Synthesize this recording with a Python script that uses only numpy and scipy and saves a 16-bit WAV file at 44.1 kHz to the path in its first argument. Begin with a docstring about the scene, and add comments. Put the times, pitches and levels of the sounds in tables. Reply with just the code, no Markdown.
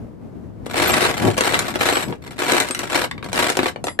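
"""A low handling rumble, then a close clatter: a hand stirs screws, washers and brackets in a toolbox.
Three rummages set off dense random collisions; single pieces knock on the plastic or ring out,
the hand drags over the floor, and the last pieces drop back. Each contact is a click with short
metal modes, split into clack, plastic thud and tick; the box resonates and scatters the strikes."""
import sys
import numpy as np
from scipy import signal
from scipy.io import wavfile

SR = 44100
rng = np.random.default_rng(int(sys.argv[2]) if len(sys.argv) > 2 else 0)


def master_out(mix):
    """Clip the mix to full scale and print it as 16-bit PCM to the path in sys.argv[1]."""
    frames = np.transpose(np.atleast_2d(mix))
    ceiling = np.clip(frames, -1, 1)
    pcm = np.round(ceiling * 32767).astype(np.int16)
    wavfile.write(sys.argv[1], SR, pcm)


N = 176400
CHATTER_S = 0.0044  # time constant of a strike's chatter, also a ring's rise time


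def amp(db):
    """Decibels to gain."""
    return 10 ** (np.asarray(db) / 20)


def unit(x):
    """Scales to rms 1."""
    return x / np.sqrt(np.mean(x ** 2) + 1e-20)


def decay(t, t60_s):
    """Falls 60 dB in t60_s."""
    return amp(-60 * t / t60_s)


def add(mix, start_s, sound):
    """Mixes a stereo sound in at start_s."""
    part = mix[:, max(round(start_s * SR), 0):][:, :sound.shape[1]]
    part += sound[:, :part.shape[1]]


def convolve(x, response):
    """Channel-wise convolution, cut to the scene's length."""
    return signal.fftconvolve(np.atleast_2d(x), np.atleast_2d(response), axes=1)[:, :N]


def colour(x, points, size=4096):
    """Minimum-phase filter through (freq_hz, gain_db) points."""
    hz, db = np.transpose(points)
    bins_hz = abs(np.fft.fftfreq(size, 1 / SR)) + 1
    log_gain = np.log(amp(np.interp(np.log(bins_hz), np.log(hz), db)))
    spectrum = np.exp(np.conj(signal.hilbert(log_gain)))
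    return convolve(x, np.fft.ifft(spectrum).real[:size // 2])


def stereo_noise(size, correlation=0.66):
    """White noise, partly alike left and right."""
    left, other = rng.standard_normal((2, size))
    return np.array([left, correlation * left + np.sqrt(1 - correlation ** 2) * other])


# Rumble envelope: time_s, level_db
RUMBLE_LEVELS = [(.6, -36), (.85, -29.5), (1.6, -31), (2.25, -39), (3.45, -35), (3.8, -41)]
# Rumble spectrum: freq_hz, gain_db
RUMBLE_SPECTRUM = [(25, -18), (90, 2.5), (240, 0.5), (470, -9), (3300, -42.5), (12000, -52.5)]

def rumble(waver_db=2, knots=90, shared_gain=0.4):
    """Low handling noise that wavers, and grows while the arm moves."""
    t = np.arange(N) / SR
    waver = np.interp(t, np.linspace(0, N / SR, knots), rng.standard_normal(knots))
    level = amp(np.interp(t, *np.transpose(RUMBLE_LEVELS)) + waver_db * waver)
    noise = rng.standard_normal((2, N)) + shared_gain * rng.standard_normal(N)
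    return level * unit(colour(noise, RUMBLE_SPECTRUM))


# Shell modes: freq_hz, gain_db
SHELL_MODES = [(335, -54), (590, -45.5), (946, -43.5)]

def toolbox(x, shell_t60_s=0.036, walls_t60_s=0.13, walls_db=-8, walls_cutoff_hz=6300):
    """The plastic shell rings briefly; its walls and lid scatter the sound."""
    t = np.arange(SR // 4) / SR
    shell = decay(t, shell_t60_s) * sum(amp(db) * np.cos(2 * np.pi * hz * t) for hz, db in SHELL_MODES)
    scatter = signal.lfilter(*signal.butter(1, walls_cutoff_hz, fs=SR), rng.standard_normal((2, len(t))))
    walls = amp(walls_db) * unit(scatter * decay(t, walls_t60_s)) / np.sqrt(len(t))
    return x + convolve(x, shell + walls)


# Hand drags: start_s, length_s, drive_db
DRAGS = [(1.18, .16, -42), (2.041, .11, -53.5)]
# Scrape filter: freq_hz, gain_db
DRAG_FILTER = [(25, 25), (90, 47.2), (300, 41), (800, 34.7), (3000, 2)]

def hand_drags():
    """The hand rubs the plastic floor: a low scrape that swells and fades."""
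    friction = np.zeros((2, N))
    for start_s, length_s, drive_db in DRAGS:
        size = round(length_s * SR)
        add(friction, start_s, amp(drive_db) * np.hanning(size) * stereo_noise(size))
    return colour(friction, DRAG_FILTER)


# Heavy impacts: start_s, level_db
THUMPS = [(2.526, -22.5), (2.703, -29), (3.591, -18), (3.632, -25)]
# Floor panel modes: freq_hz
PANEL_HZ = [262, 331, 364, 524]

def floor_thumps(t60_s=0.078):
    """The floor panel answers heavy pieces with a hollow knock."""
    out, t = np.zeros((2, N)), np.arange(SR // 4) / SR
    panel = decay(t, t60_s) * sum(np.cos(2 * np.pi * hz * t) for hz in PANEL_HZ)
    for start_s, level_db in THUMPS:
        add(out, start_s, amp(level_db) * np.array([panel, panel]))
    return out


def ping(hz, level_db, t60_s, flutter_db=3, knots=40):
    """One dying metal mode; it flutters as the piece tumbles and has its own phase in each channel."""
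    t = np.arange(0, t60_s, 1 / SR)
    flutter = np.interp(t, np.linspace(0, t60_s, knots), rng.standard_normal(knots))
    envelope = amp(level_db + flutter_db * flutter) * decay(t, t60_s) * np.minimum(t / CHATTER_S, 1)
    return envelope * np.sin(2 * np.pi * hz * t + rng.standard_normal((2, 1)))


# Typical screw modes: freq_hz
SCREW_HZ = [7570, 8560, 9390, 12050, 12425]

def screw(gain_db=-47, t60_s=0.06, detune=0.05):
    """One screw's clink, with its own tuning and balance of modes."""
    return sum(rng.exponential() * ping(hz * (1 + detune * rng.standard_normal()), gain_db, t60_s)
               for hz in SCREW_HZ)


# Ringing pieces: start_s, pitch_hz, level_db, t60_s
RINGS = [(0.874, 12425, -22, 0.14), (0.916, 7600, -12, 0.048), (2.709, 8440, -20, 0.11),
         (3.99, 1753, -5.5, 0.11)]

def loose_rings():
    """Loose screws and washers ring out on one mode each; the last row is a hollow knock on the plastic with a
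    single pitch."""
    out = np.zeros((2, N))
    for start_s, pitch_hz, level_db, t60_s in RINGS:
        add(out, start_s, ping(pitch_hz, level_db, t60_s))
    return out


# Skittering brackets: start_s, pitch_hz, level_db, free_s
BRACKETS = [(1.925, 7800, -29, 0.14), (3.844, 7480, -35, 0.081)]
# Bracket modes: pitch_ratio, gain_db
BRACKET_MODES = [(.652, -10), (1, -1.5), (1.198, -20), (1.454, -7.5), (1.498, -12.5)]

def brackets(free_t60_s=0.7, damping_t60_s=0.16):
    """Angle brackets ring on several modes until they settle and the pile damps them."""
    out = np.zeros((2, N))
    for start_s, pitch_hz, level_db, free_s in BRACKETS:
        ring = sum(ping(pitch_hz * ratio, level_db + db, free_t60_s) for ratio, db in BRACKET_MODES)
        settled_s = np.maximum(np.arange(ring.shape[1]) / SR - free_s, 0)
        add(out, start_s, ring * decay(settled_s, damping_t60_s))
    return out


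def contact(low_hz=1084, high_hz=13570, t60_s=0.024, ring_gain=0.19, chatter_gain=0.4):
    """One piece's strike, of energy 1: a click, brief chatter and a few short modes of its own."""
    size, count = 2048, 8
    t = np.arange(size) / SR
    strike = (t == 0) + chatter_gain * stereo_noise(size) * np.exp(-t / CHATTER_S)
    modes_hz = low_hz * (high_hz / low_hz) ** ((np.arange(count) + rng.random(count)) / count)
    modes = np.sin(2 * np.pi * modes_hz[:, None] * t) * decay(t, t60_s)
    left, right = strike + ring_gain * rng.choice([-1, 1], (2, count)) @ modes
    lag_s = abs(rng.normal(0.00018, 0.00014))
    late_right = np.pad(right, (round(lag_s * SR), 0))[:size]
    return unit(np.array([left, late_right])) / np.sqrt(size)


# Single strikes: start_s, clack_db, plastic_db, tick_db
KNOCKS = [(.664, -27.5, -27.5, -44.5), (0.742, -15, -22.5, -44), (.939, -4, -26.5, -27),
          (1.054, -7, -20.5, -41), (1.28, -21, -13, -47), (1.379, -14, -15, -26),
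          (1.408, -5.5, -16.5, -23.5), (1.542, -4, -37, -32), (1.591, -10.5, -37, -21),
          (1.756, -13, -18.5, -35.5), (1.811, -8.5, -17.5, -49), (1.888, -6.5, -22, -32),
          (1.956, -8.5, -28, -42), (1.969, -8, -16.5, -36), (2.125, -22.5, -25.5, -72),
          (2.52, -7.5, -19.5, -23), (2.601, -9, -46, -21.5), (2.687, -20, -35, -33.5),
          (2.709, -14, -37, -30.5), (2.748, -14.5, -52, -30.5), (2.791, -18.5, -31, -28.5),
          (3.112, -15, -55, -42.5), (3.179, -23.5, -61, -59), (3.227, -20.5, -34, -56),
          (3.33, -15.5, -25.5, -30), (3.493, -12.5, -26.5, -30.5), (3.5, -10, -16.5, -24.5),
          (3.57, -11.5, -15.5, -28), (3.591, -7.5, -27, -54), (3.631, -12.5, -27, -57),
          (3.658, -9.5, -21, -68), (3.76, -24.5, -31, -57), (3.841, -20.5, -25, -32.5),
          (3.869, -17, -22.5, -36), (3.882, -13.5, -27.5, -41), (3.99, -12.5, -22.5, -40)]

def knocks():
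    """Single pieces strike the box; returns clack, plastic and tick drives."""
    drives = np.zeros((3, 2, N))
    for start_s, *levels_db in KNOCKS:
        strike = contact()
        for drive, level_db in zip(drives, levels_db):
            add(drive, start_s, amp(level_db) * strike)
    return drives


# Rummaging effort: time_s, level_db
EFFORT = [(.64, -44), (.72, -32), (0.779, -17), (1.02, -16), (1.12, -23), (1.32, -26.5), (1.45, -17),
          (1.539, -18.5), (1.61, -26.5), (1.68, -22.5), (1.73, -32), (1.83, -15.5), (1.92, -17.5),
          (2.019, -25.5), (2.198, -61), (2.278, -31), (2.36, -42.5), (2.393, -24), (2.5, -19), (2.54, -13),
          (2.62, -20.5), (2.67, -30), (2.73, -45), (2.8, -24), (2.88, -31), (2.95, -15.5), (3.05, -20.5),
          (3.08, -63), (3.21, -66), (3.243, -30), (3.29, -42), (3.35, -19), (3.42, -16), (3.54, -27.5),
          (3.68, -22), (3.72, -46)]

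def collisions(peak_rate_per_s=900, rate_exponent=0.55, spread_db=7.5):
    """Random impulses under the hand: sparse when it is gentle, a dense crunch when it digs."""
    effort = amp(np.interp(np.arange(N) / SR, *np.transpose(EFFORT), left=-np.inf, right=-np.inf))
    chance = peak_rate_per_s / SR * (effort / effort.max()) ** rate_exponent
    strength = unit(amp(spread_db * np.minimum(rng.standard_normal(N), 1.5)))
    impulses = (rng.random(N) < chance) * rng.choice([-1, 1], N)
    return impulses * strength * effort / np.sqrt(chance + 1e-20)  # rms follows effort


def pile(hits, make_piece, count=40):
    """Each collision sounds one of many pieces, picked at random."""
    out, pieces = np.zeros((2, N)), [make_piece() for _ in range(count)]
    struck = rng.integers(count, size=N)
    for i in np.flatnonzero(hits):
        add(out, i / SR, hits[i] * pieces[struck[i]])
    return out


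# Contact filters (clack, plastic floor, metal tick): freq_hz, gain_db
CLACK_FILTER = [(200, -9.5), (750, 21), (2100, 23), (4200, 14), (6500, -18.5), (15000, -53.5)]
PLASTIC_FILTER = [(110, 23), (330, 41.5), (620, 43), (900, 33), (2500, -39)]
TICK_FILTER = [(1000, 1.7), (5500, 33.2), (9000, 33.9), (10500, 27.7), (14500, 21.7)]

def clatter(hits, clack_db=-20.5, plastic_db=-32, tick_db=-41.5):
    """Stirred pieces and single knocks each give a mid clack, a low plastic thud and a bright tick."""
    stirred = pile(hits, contact)
    stir_drives = np.array([amp(db) * stirred for db in (clack_db, plastic_db, tick_db)])
    clack, plastic, tick = stir_drives + knocks()
    return colour(clack, CLACK_FILTER) + colour(plastic, PLASTIC_FILTER) + colour(tick, TICK_FILTER)


def scene():
    """Hardware and hand sound through the box; free pieces ring above, the rumble lies below."""
    hits = collisions()
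    in_box = clatter(hits) + hand_drags() + floor_thumps()
    return toolbox(in_box) + loose_rings() + brackets() + pile(hits, screw) + rumble()


# Microphone balance: freq_hz, left_minus_right_db
BALANCE = [(300, 4), (1700, 0), (12000, 5.5)]

def record(dry):
    """The left channel gets more bass and treble; peaks are rounded off, then the band is limited."""
    ceiling, cutoff_hz = 1.2, 14750
    channels = np.vstack([colour(x, [(hz, side * db / 2) for hz, db in BALANCE])
                          for x, side in zip(dry, (1, -1))])
    rounded = ceiling * np.tanh(channels / ceiling)
    lowpass = signal.firwin(201, cutoff_hz, window=("kaiser", 8), fs=SR)
    return signal.oaconvolve(rounded, lowpass[None], "same")


dry = scene()
out = record(dry)
master_out(out)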